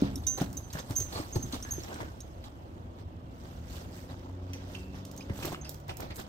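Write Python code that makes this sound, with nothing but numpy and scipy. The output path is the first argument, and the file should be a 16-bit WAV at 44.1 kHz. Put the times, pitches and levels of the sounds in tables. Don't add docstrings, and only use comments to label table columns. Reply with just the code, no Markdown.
import sys
import numpy as np
from scipy import signal
from scipy.io import wavfile
from scipy.ndimage import uniform_filter1d

SR = 44100
rng = np.random.default_rng(int(sys.argv[2]) if len(sys.argv) > 2 else 0)


def pcm_store(signal):
    levels = np.round(np.clip(np.atleast_2d(signal), -1, 1) * 32767)
    wavfile.write(sys.argv[1], SR, levels.astype(np.int16).T)


def nominal_scale(level):
    x = np.asarray(level, float) / 20
    return 10 ** x


N = 276948

# start in seconds, peak in dB, ground pitch in Hz, hoof knock pitch in Hz,
# knock over ground in dB.
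HOOF_BLOWS = [(0.0207, -16, 232, 250, 14.5), (.031, -22.5, 190, 257, 8.5), (.043, -25, 115, 290, 2.5),
              (0.4132, -19, 156, 270, 6), (.424, -32, 187, 247, 12), (0.575, -37, 82, 226, -21),
              (0.75, -30.5, 157, 560, 5.5), (0.796, -41, 153, 255, 9), (0.9043, -26.5, 105, 277, 1.5),
              (1.006, -33.5, 96, 350, -1), (1.155, -35, 87.5, 277, -14), (1.197, -39, 106, 312, 15),
              (1.357, -31, 108, 341, 14), (1.363, -20.5, 102, 251, -5), (1.394, -39.5, 103, 250, 12),
              (1.438, -33.5, 161, 246, 5.5), (1.533, -38, 109, 250, 17.5), (1.780, -37.5, 136, 342, 15.5),
              (2.012, -34, 117, 343, 2), (4.107, -38, 127, 276, -3), (5.296, -37.5, 101, 324, 11.5),
              (5.3046, -29, 98, 198, 1), (5.446, -35, 149, 327, 16.5), (5.524, -39, 130, 380, 7),
              (5.893, -35.5, 96, 747, 7.5)]
# start in seconds, peak in dB, pitch in Hz, left-right in dB.
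LUMPS = [(0.065, -30.5, 480, 3), (0.376, -36, 554, -8), (0.389, -28, 452, -1.5), (0.417, -15.5, 690, -1),
         (0.427, -25, 585, 12), (0.735, -39, 867, 5), (0.754, -25, 600, -9), (0.786, -25, 985, 11),
         (1.125, -24, 800, 0.5), (1.158, -29, 530, 4), (1.176, -35, 486, 5), (1.209, -28, 738, -4),
         (1.358, -33, 506, 5), (1.533, -32, 546, 10), (1.65, -22, 1150, 0), (1.874, -38, 540, 4),
         (1.958, -27, 810, 6), (1.987, -30, 497, 2), (2.004, -23, 960, 12), (4.586, -34, 500, -2.0),
         (5.295, -27, 446, -6.5), (5.389, -32, 482, -9), (5.448, -22.5, 513, -7), (5.475, -34, 1070, -1.5),
         (5.527, -29, 840, 5), (5.546, -17, 1230, -1), (5.893, -21.5, 820, 3), (6.0, -35, 456, -20),
         (6.126, -32, 598, -5), (6.198, -34, 579, -2.5)]
# frequency in Hz, density in dB per Hz.
SAND_COLOUR = [(90, -25), (160, -5.5), (300, -11), (640, -10.5), (1500, -16), (2400, -22), (3400, -21),
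               (5000, -25), (8000, -34), (10600, -44), (13500, -34.5), (16000, -42.5)]
# peak in seconds, effort in dB, spread in seconds, fineness of the top in dB, weight of the bottom in dB.
SAND_STEPS = [(0.022, -51, 0.16, -22.5, 5), (0.381, -51, 0.021, -7.5, 4), (0.41, -46.5, 0.063, -17, -0.5),
              (0.743, -54, 0.047, -10, -2.5), (0.785, -47.5, 0.056, -19, 1), (0.914, -53.5, 0.054, -11, 4),
              (1.009, -58.5, 0.069, -6.5, 2.5), (1.136, -51.5, 0.03, -10, 4),
              (1.181, -49.5, 0.1, -13.5, 5.5), (1.362, -51, 0.028, -9, 10.5), (1.547, -49, 0.044, -15, 4.5),
              (1.922, -56.5, 0.27, -18, 7.5), (2.014, -56, 0.046, -17, 10),
              (2.452, -59.5, 0.056, -18, 3), (2.999, -62, 0.048, -21, 3), (3.48, -64, 0.36, -15.5, -1),
              (3.75, -56, 0.19, -13.5, -2), (3.97, -59, 0.15, -13, -33), (4.111, -56.5, 0.048, -20.5, 4.5),
              (4.557, -61, 0.23, -22, 0), (4.74, -59, 0.22, -15, -1), (4.969, -57.5, 0.084, -19.5, -1),
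              (5.38, -59.5, 0.1, -8, -9), (5.451, -48.5, 0.13, -13, 0.5), (5.529, -50.5, 0.025, -15, 6.5),
              (5.66, -58, 0.06, -50, -1), (5.71, -61, 0.1, -14, -20), (5.902, -52, 0.045, -22, 5.5),
              (6.027, -53, 0.082, -34, 7.5), (6.114, -52.5, 0.029, -44, 2.5),
              (6.167, -59.5, 0.031, -0.5, -5), (6.198, -50, 0.047, -13, 2.5)]
# time in seconds, level in dB.
SETTLING_SAND = [(0, -76), (.3, -62.5), (.68, -68), (1.1, -60.5), (1.6, -59.5), (1.85, -58), (2.15, -69),
                 (2.9, -74), (3.35, -77), (4.2, -65.5), (4.9, -86), (5.05, -66.5), (5.3, -63),
                 (5.87, -71.5), (6.28, -64.5)]
# time in seconds, left port's lead as a share of the port gap.
HOOF_PATH = [(0, -.9), (.385, -.8), (.41, .5), (1.1, .9), (1.8, 1.1), (5.3, .75), (5.45, .4), (5.9, 1.2)]
# start in seconds, peak in dB, upper twin in dB, pitch in Hz as it hangs,
# seconds until leather touches it.
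RING_STRIKES = [(.157, -69, 6, 6300, 0.05), (0.2673, -33.5, -8, 6230, 0.11), (0.569, -45, 0, 6240, 0.012),
                (0.621, -63, -12, 6210, 0.058), (.7287, -55.5, 5.5, 6250, 0.0065),
                (.794, -66, 12, 6100, 0.017), (0.955, -46, 9, 5990, .006), (0.962, -34.5, 1, 6233, 0.024),
                (0.991, -42.5, 7.5, 6226, 0.038), (1.005, -46.5, -12, 6170, 0.12),
                (1.324, -51.5, 7.5, 6260, 0.1), (1.425, -45, 1, 6260, 0.015),
                (1.527, -52, -9, 6200, 0.0084), (1.626, -48.5, -7, 6250, 0.023),
                (1.7086, -45, 15, 6200, 0.017), (1.724, -50, 8.5, 6200, 0.066),
                (2.207, -63, 10, 6260, 0.013), (5.176, -53, 3.5, 6280, 0.0038),
                (5.191, -71, -6, 6260, 0.053), (5.612, -55, 4.5, 6250, 0.007), (5.627, -67, 3, 6150, 0.022)]
# pitch ratio, level in dB, t60 in seconds.
RING_TWINS = [(1, 0, .5), (1.043, -3, .2)]
# time in seconds, left-right in dB.
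HEAD_PATH = [(.2, -13.5), (1.7, -4), (2.3, -9)]
# start in seconds, clasp in dB, ring overtones in dB, factor on the t60.
CLASP_KNOCKS = [(0.157, -39, -51, 0.88), (0.2671, -47, -67, 1.9), (0.571, -51, -43, 1),
                (0.729, -47, -54, 0.52), (0.96, -57, -44, 0.88), (1.002, -43, -56, 2),
                (1.427, -55, -53, 0.93), (1.6254, -57, -54, 0.43), (1.708, -62, -56, 1.1),
                (2.205, -56, -62, 0.77), (5.175, -47, -59, 0.45)]
# frequency in Hz, level in dB, t60 in seconds.
CLASP_MODES = [(3790, -5, .04), (3900, -7, .04), (5470, -5, .04), (5700, 0, .045), (5880, -5, .03),
               (7400, -6, .02), (8950, -1, .024), (13100, -3, .03), (14700, -7, .02)]
# frequency in Hz, level in dB, t60 in seconds.
RING_OVERTONES = [(11365, -11, .13), (11690, -5, .07), (11960, 0, .06), (12190, 0, .05), (12500, -4, .035)]
# start in seconds, peak in dB, pitch in Hz, t60 in seconds.
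FREE_PARTS = [(0.1574, -31.5, 5700, 0.023), (.1565, -38.5, 8900, 0.025), (.1565, -62, 3760, .04),
              (.159, -48, 11550, 0.12), (.177, -49, 3760, 0.033), (.2685, -39, 3820, 0.055),
              (0.2678, -31, 5650, 0.033), (.279, -39, 5670, .03), (0.268, -35, 9040, 0.022),
              (.2672, -41, 14000, .025), (.27, -43, 12800, .06), (.274, -45, 12000, .09),
              (.272, -50.5, 11660, 0.44), (.5695, -41, 7360, 0.026), (.728, -44, 12160, .06),
              (.793, -45, 3800, 0.051), (.961, -37, 12000, .025), (.972, -36.5, 12200, 0.14),
              (1.625, -35.5, 8900, .025), (1.6254, -41, 5700, 0.039), (1.71, -39.5, 12190, 0.16),
              (1.714, -55, 11800, 0.14), (1.72, -47, 11800, .25), (1.8338, -42.5, 5800, 0.04),
              (1.8345, -45, 7400, 0.041), (2.2043, -44, 3900, 0.037), (2.2037, -41.5, 5750, 0.031),
              (2.2043, -41.5, 8960, 0.022), (4.5337, -46.5, 3280, 0.032), (4.747, -42.5, 2760, 0.09),
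              (4.75, -47.5, 6250, 0.033), (4.765, -57.5, 2730, 0.58), (5.2074, -44.5, 2490, 0.03),
              (5.2065, -49, 5150, .04), (5.219, -48, 3120, .04), (5.226, -54, 5030, 0.046),
              (5.651, -51.5, 2740, 0.11), (5.664, -54, 5160, .06), (5.692, -41, 5530, 0.032),
              (5.694, -48, 3800, .025)]
# start in seconds, peak in dB, centre in Hz.
SHORT_KNOCKS = [(0.236, -46, 3800), (0.375, -46, 4230), (0.702, -44.5, 4280), (0.752, -39, 1600),
                (1.123, -39.5, 4280), (1.355, -38.5, 4500), (1.5248, -35, 3970), (1.542, -38, 3800),
                (1.803, -43, 4115), (2.007, -36.5, 1790), (2.4394, -44, 3660), (4.533, -42, 2480),
                (5.207, -50, 2720), (5.297, -40.5, 1800), (5.427, -35.5, 2650), (5.545, -39, 2870),
                (5.893, -34.5, 2830), (6.024, -41.5, 2400), (6.1055, -41, 2260), (6.105, -48.5, 4470)]
# start in seconds, peak in dB, centre in Hz,
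# t60 in seconds.
SCRAPES = [
    (1.154, -39, 1160, 0.31),
    (1.149, -38.5, 4300, 0.26),
    (1.653, -46, 1735, 0.29),
    (1.908, -46, 1540, 0.61),
    (4.533, -42, 5940, 0.087),
    (4.748, -56, 2670, 1),
    (4.75, -40.5, 2920, 0.075),
    (5.207, -52, 4960, 0.1),
    (5.6465, -46, 5140, 0.19),
    (5.649, -59, 2800, 0.12),
]
# start in seconds, peak in dB, tilt of the part above 10.5 kHz against the
# rest in dB, left-right in dB.
GRAIN_HITS = [(0.0145, -28, -4, -4), (0.156, -32, -3, 6), (0.2666, -24, 10, -1), (0.3757, -37, -3, -8),
              (0.417, -24, 10, 0), (0.502, -37, -3, 2), (0.529, -31, 13, -7), (0.571, -29.5, -2, 0),
              (0.7346, -25, -6, 2), (0.792, -28, -12, 10), (0.9085, -24, -8, -3), (.961, -23, 5, 4),
              (1.003, -18, 6, 2), (1.3574, -26, -12, -1.5), (1.524, -23, -5, -1.5), (1.709, -43, 10, 13),
              (1.942, -29, -14, -4), (2.204, -38, 2, -3), (4.533, -33, 4, -4), (5.0513, -25.5, -6.5, -5),
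              (5.114, -28.5, 0, -5), (5.164, -33, 1, -5), (5.177, -29, 0, -7), (5.3423, -44, 3, -7),
              (5.454, -19, 7, -7), (5.526, -37, 13, -15), (5.69, -38, 0, -1), (5.693, -25.5, 14, -11),
              (5.699, -35, 6, 0), (5.744, -29.5, -2, -10), (5.801, -39, -2, -9), (5.881, -33, 2, -5),
              (5.918, -44, 7, -6), (5.94, -44, 6, -5), (5.9697, -25, 6, -11), (6.0043, -23, 5, -9),
              (6.146, -42, 2, -3), (6.159, -24.5, 0, -2), (6.198, -30, -4, -6)]
# frequency in Hz, t60 in seconds.
ECHO_T60 = [(60, 0.91), (300, 0.95), (1000, 0.63), (4000, 0.24), (12000, 0.24)]
# time in seconds, rate in Hz.
ENGINE_SPEED = [(2.3, 81.3), (3.5, 85.3), (4.5, 91.6), (5.0, 95), (5.45, 98)]
# multiple of the firing rate, level in dB.
EXHAUST_ORDERS = [(1, 0), (1.5, -10), (2, -3), (2.25, -13.5), (2.75, -5.5), (3, -2), (3.748, -7), (4, -1.5),
                  (4.25, -6), (4.753, -10.5), (5.252, -6), (5.749, 0.5), (6.5, -11)]
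# resonance in Hz, width in Hz, level in dB.
WALL_RESONANCES = [(74.5, 2.1, -37), (91.3, 2.5, -45), (142, 6.2, -50), (173.2, 3.3, -47.5),
                   (190, 5.6, -50), (250, 26, -54.5), (271, 19, -53.5), (350, 20, -62.5)]
# time in seconds, pitch in Hz, level in dB.
AFTER_SHIFT = [
    (5.4, 146.8, -52),
    (6.09, 144.1, -60.5),
    (6.28, 158, -103),
]
# frequency in Hz, density in dB per Hz.
AIR_COLOUR = [(12, -87), (20, -49), (52, -5.5), (81, -2), (127, -12.5), (198, -20), (216, -17),
              (255, -16.5), (337, -16), (446, -32), (558, -20.5), (825, -32), (1090, -29.5), (2350, -43),
              (3200, -42), (6010, -66.5), (16000, -70)]
# time in seconds, bass gain in dB.
RUMBLE_SWELL = [(0.0, 10.5), (0.58, 2.5), (1.82, 6), (2.2, 2.5), (3.64, 4.5), (4.35, 3), (6.28, 3)]
# frequency in Hz, likeness from 0 to 1.
FAR_LIKENESS = [(60, 0.94), (150, 1), (380, 0.96), (950, 0.97), (2380, 0.061), (5980, 0.25), (15000, 0.12)]
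# frequency in Hz, likeness from 0 to 1.
NEAR_LIKENESS = [(60, 0.87), (150, 1), (380, 0.71), (950, 0.61), (2380, 0.37), (5980, 0.023),
                 (15000, 0.036)]
# frequency in Hz, left-right in dB.
PORT_LEAN = [(60, 0), (150, -1.5), (380, 0), (950, -2), (2380, -1), (5980, -13), (9000, 3), (14000, -1)]

OPPOSED_HZ = 1290
STRIKE_S = .0009


def hooves(sag=0.76, sag_s=0.0013, rise_s=0.0021, late_s=0.0016):
    out, t = np.zeros((2, N)), np.arange(8000) / SR
    clock = t + sag * sag_s * (1 - np.exp(-t / sag_s))
    for s, db, ground_hz, knock_hz, knock_db in HOOF_BLOWS:
        t60 = 0.059 * 100 / ground_hz
        ground = (1 - np.exp(-t / late_s)) ** 2 * nominal_scale(4.5 - 60 * t / t60) * np.sin(2 * np.pi * ground_hz * t)
        knock = (1 - np.exp(-t / rise_s)) ** 2 * nominal_scale(knock_db - 3 - 60 * t / (0.82 * t60))
        knock *= np.sin(2 * np.pi * knock_hz * clock)
        edge = 1 + .5 * np.cos(2 * np.pi * 1.56 * knock_hz * t) * np.exp(-t / 0.0049)
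        add(out, s, nominal_scale(db + 3.5) * (knock * edge - ground))
    return out


def clods(rise_s=0.0011, sag=0.48, cycles=10.5, crumb_db=-7):
    out, t = np.zeros((2, N)), np.arange(2000) / SR
    noise = rng.standard_normal((len(LUMPS), len(t)))
    crumbs = evened(signal.lfilter(*signal.butter(2, [500, 1800], "band", fs=SR), noise))
    for (s, db, hz, pan_db), crumb in zip(LUMPS, crumbs):
        fall = nominal_scale(db - 4 - 60 * t * hz / cycles) * (1 - np.exp(-t / rise_s))
        thump = np.sin(2 * np.pi * hz * t * (1 + sag * np.exp(-t * hz)))
        add(out, s, fall * (thump + nominal_scale(crumb_db) * crumb), pan_db)
    return out


def scuff(grains_per_s=2500, smooth=1.0, clump_db=2.5, size=256):
    grains = (rng.random(N) < grains_per_s / SR).astype(float)
    crackle = smooth + evened(signal.lfilter([1], [1, -.93], grains))
    hiss = evened(crackle * rng.standard_normal((2, N)))
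    hz, t, z = wide(*hiss, size, NEAR_LIKENESS, left_leads=HOOF_PATH)
    colour = read(SAND_COLOUR, hz)
    clumps = evened(uniform_filter1d(uniform_filter1d(rng.standard_normal(z.shape[1:]), 5, 0), 9, 1))
    z = z * nominal_scale(clump_db * clumps)
    z = z * nominal_scale(colour + 3.0) * effort(hz, t)
    return back(z, size) / band_rms(colour, hz, 1200, 8200)


def effort(hz, t, drop_db=19.5, roundness=1.61, rise=0.7):
    top, bottom = np.clip((hz - 5000) / 3000, 0, 1), np.clip((1500 - hz) / 600, 0, 1)

    def tint(fine_db, weight_db):
        return nominal_scale(top * (fine_db + 22.5) + bottom * (weight_db - 1.5)) ** 2

    bed_db, = follow(SETTLING_SAND, t)
    spray_db = np.interp(t, [0, 4.4], [-9, -18.5])
    heavy_db = 6 - 0.8577 * (bed_db + 64.5)
    bed = nominal_scale(bed_db) ** 2 * tint(spray_db, heavy_db)
    s, db, spread_s, fine_db, weight_db = np.transpose(SAND_STEPS)[:, :, None]
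    apart = np.maximum(t - s, (s - t) / rise) / spread_s
    steps = tint(fine_db.T, weight_db.T) @ nominal_scale(db - drop_db * apart ** roundness) ** 2
    return np.sqrt(bed + steps)


def halter_ring(touch_s=.007, wobble=.67):
    out, t = np.zeros((2, N)), np.arange(12000) / SR
    for (s, db, twin_db, hz, free_s), turn in zip(RING_STRIKES, rng.random((len(RING_STRIKES), 2))):
        damp = 1.54 * np.exp(-np.maximum(t - free_s, 0) / touch_s) + 0.0044
        damp *= 1 - np.exp(-t / STRIKE_S)
        swing = 1 + wobble * np.sin(2 * np.pi * ((40 + 40 * turn[0]) * t + turn[1]))
        lower = (0.91 + 0.1 * swing) * rings(RING_TWINS[:1], t, hz)
        upper = nominal_scale(twin_db) * swing * rings(RING_TWINS[1:], t, hz)
        add(out, s, nominal_scale(db + 3.5) * damp * (lower + upper), *follow(HEAD_PATH, s))
    return out


def clasp():
    out, t = np.zeros((2, N)), np.arange(12000) / SR
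    for s, clasp_db, high_db, lasting in CLASP_KNOCKS:
        add(out, s, nominal_scale(clasp_db - 6.5) * rattle(CLASP_MODES, t, lasting), -6.)
        add(out, s, nominal_scale(high_db + 1.0) * rattle(RING_OVERTONES, t, lasting), 3.)
    return out


def rattle(modes, t, lasting, chatter_s=0.0055, uneven_db=2.0, rough=.5):
    modes = np.multiply(modes, [1, 1, lasting]) + uneven_db * rng.standard_normal((len(modes), 1)) * [0, 1, 0]
    contacts = rng.standard_normal(800) * (rng.random(800) < .03) * np.exp(-t[:800] / chatter_s)
    contacts[0] = 0.79
    rubbing = 1 + rough * evened(uniform_filter1d(rng.standard_normal(len(t)), 70))
    ring = rubbing * rings(modes, t, rng.normal(1, .003))
    return signal.oaconvolve(ring, contacts / np.linalg.norm(contacts))[:len(t)]


def pings(rough=.7, partner_db=-9.):
    out, t = np.zeros((2, N)), np.arange(9000) / SR
    rubbing = 1 + rough * evened(uniform_filter1d(rng.standard_normal((len(FREE_PARTS), len(t))), size=90))
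    for (s, db, hz, t60), rub in zip(FREE_PARTS, rubbing):
        pair = rings([(hz, db, t60), (1.016 * hz, db + partner_db, t60)], t, 0.98)
        pan_db = np.interp(hz, [6000, 9000], [-6., 2.5])
        add(out, s, (1 - np.exp(-t / STRIKE_S)) * rub * pair, pan_db)
    return out


def tack_knocks(narrow=0.2, spill_db=-29.0, tick_t60_s=0.07, lag_turns=.33):
    out, t = np.zeros((2, N)), np.arange(9000) / SR
    middle = signal.butter(1, [1200, 8000], "band", fs=SR)
    for s, db, hz, t60 in [(*row, tick_t60_s) for row in SHORT_KNOCKS] + list(SCRAPES):
        noise = rng.standard_normal(len(t))
        hollow = signal.lfilter(*signal.iirpeak(hz, (1 + 6 * t60) / narrow, fs=SR), noise)
        burst = evened(hollow) + nominal_scale(spill_db) * evened(signal.lfilter(*middle, noise))
        fall = nominal_scale(db - 2.5 - 60 * t / t60) * (1 - np.exp(-t / 0.00052))
        add(out, s, fall * burst, -4., round(lag_turns * SR / hz))
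    return out


def grain_cracks(snap_s=.003):
    out, t = np.zeros((2, N)), np.arange(9000) / SR
    treble, notch = signal.butter(2, 4300, "high", fs=SR), signal.iirnotch(10400, 3, SR)
    bright = [np.convolve(*pair) for pair in zip(treble, notch)]
    for s, db, top_db, pan_db in GRAIN_HITS:
        crack = signal.lfilter(*bright, rng.standard_normal(len(t)) * np.exp(-t / snap_s))
        low = signal.lfilter(*signal.butter(2, 10500, fs=SR), crack)
        tilted = nominal_scale(-top_db / 2) * low + nominal_scale(top_db / 2) * (crack - low)
        add(out, s, nominal_scale(db - 11.0) * tilted, pan_db)
    return out


def building(x):
    taps = np.zeros((2, SR // 2))
    at = np.arange(300, SR // 2 - 20, 20)
    at = at + rng.integers(0, 20, (2, len(at)))
    np.put_along_axis(taps, at, rng.choice([-1., 1.], at.shape), 1)
    hz, t, z = wide(*taps, size=512)
    tail = back(z * nominal_scale(-60 * t / read(ECHO_T60, hz)), 512)
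    return signal.fftconvolve(x.mean(0)[None], tail / np.linalg.norm(tail[0]), axes=1)[:, :N]


def engine(fade_db=2.5, waver=0.0012, nearing_db_per_s=3, between_walls_db=-67.5):
    t = np.arange(N) / SR
    coarse_t = t[::256]

    def slow():
        waves = [np.sin(2 * np.pi * (f * coarse_t + rng.random())) for f in np.geomspace(.4, 8, 6)]
        return evened(sum(waves))

    firing_hz, = follow(ENGINE_SPEED, t)
    turns = np.cumsum(firing_hz * (1 + waver * slow().repeat(256)[:N])) / SR
    out = np.zeros(N)
    for k, order_db in EXHAUST_ORDERS:
        drift_share = .5 if k in (1, 2, 2.75, 3) else 1
        drift_db = np.interp(t, coarse_t, fade_db * slow()) * drift_share
        through = nominal_scale(between_walls_db) ** 2
        for f, width, db in WALL_RESONANCES:
            through = through + nominal_scale(db) ** 2 / (1 + (2 * (k * firing_hz - f) / width) ** 2)
        level = np.sqrt(through) * nominal_scale(order_db + drift_db + nearing_db_per_s * (t - 4.0))
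        out += level * np.sin(2 * np.pi * (k * turns + rng.random()))
    out *= np.sqrt(2) * np.clip((t - 2.3) / 0.4, 0, 1) * np.clip((5.45 - t) / 0.012, 0, 1)
    hz, db = follow(AFTER_SHIFT, t)
    fade_in = np.clip((t - AFTER_SHIFT[0][0]) / 0.092, 0, 1)
    return out + nominal_scale(db + 8.5) * fade_in * np.sin(2 * np.pi * np.cumsum(hz) / SR)


def air(level_db=-47, middle_db=-.4, patchy_db=2.0, size=2048):
    hz, t, z = wide(*rng.standard_normal((2, N)), size)
    low_db, = follow(RUMBLE_SWELL, t)
    bass, body = 1 / (1 + (hz / 160) ** 4), 1 / (1 + (hz / 900) ** 2)
    patches = evened(uniform_filter1d(uniform_filter1d(rng.standard_normal(z.shape[1:]), 8, 0), 6, 1))
    colour = read(AIR_COLOUR, hz)
    z = z * nominal_scale(colour + bass * low_db + (6.0 - bass) * body * middle_db + patchy_db * patches)
    return nominal_scale(level_db) * back(z, size) / band_rms(colour, hz, 40, 140)


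def evened(x):
    return x / np.sqrt(np.mean(x ** 2) + 1e-20)


def read(points, hz):
    f, value = np.transpose(points)
    return np.interp(np.log(hz + 1), np.log(f + 1), value)


def follow(rows, t):
    s, *columns = np.transpose(rows)
    return [np.interp(t, s, c) for c in columns]


def add(mix, s, sound, pan_db=0., late=0):
    part = mix[:, round(s * SR):][:, :len(sound)]
    gains = nominal_scale(np.array([[.5], [-.5]]) * pan_db)
    part += gains * np.array([sound, np.roll(sound, late)])[:, :part.shape[1]]


def rings(modes, t, tune):
    return sum(nominal_scale(db - 60 * t / t60) * np.sin(2 * np.pi * hz * tune * t) for hz, db, t60 in modes)


def wide(a, b, size, likeness=FAR_LIKENESS, left_leads=((0, -1),)):
    hz, t, (left, other) = signal.stft(np.array([a, b]), SR, nperseg=size, noverlap=size * 3 // 4)
    same = np.clip(read(likeness, hz), -1, 1)[:, None]
    lean = nominal_scale(read(PORT_LEAN, hz) / 2)[:, None]
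    late = np.exp(-1j * np.pi * np.outer(np.minimum(hz / OPPOSED_HZ, 1), follow(left_leads, t)))
    right = same * late * left + np.sqrt(1 - same ** 2) * other
    return hz[:, None], t, np.array([left * lean, right / lean])


def back(z, size):
    return signal.istft(z, SR, nperseg=size, noverlap=size * 3 // 4)[1][:, :N]


def band_rms(colour_db, hz, lo_hz, hi_hz):
    return np.sqrt((nominal_scale(colour_db)[(hz > lo_hz) & (hz < hi_hz)] ** 2).sum() / len(hz))


def scene():
    thuds = hooves() + clods()
    steel = halter_ring() + clasp()
    knocks = tack_knocks() + grain_cracks()
    echo = building(nominal_scale(-14.5) * thuds + nominal_scale(-10) * steel + nominal_scale(-5.5) * knocks)
    metal = steel + knocks + pings()
    metal[1] = np.roll(metal[1], shift=1)
    late = follow(HOOF_PATH, np.arange(N) / SR)[0] * SR / (2 * OPPOSED_HZ)
    thuds[1] = np.interp(np.arange(N) - late, np.arange(N), thuds[1])
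    return thuds + metal + echo + scuff() + air() + engine()


def low_pass(x):
    return signal.sosfilt(signal.butter(12, 16830, fs=SR, output="sos"), x)


def record(dry):
    edge = signal.firwin(255, 15800, fs=SR)[None]
    mix = nominal_scale(-41) * dry + signal.oaconvolve(dry, edge, "same", axes=1)
    return low_pass(mix)


dry = scene()
out = record(dry)
pcm_store(out)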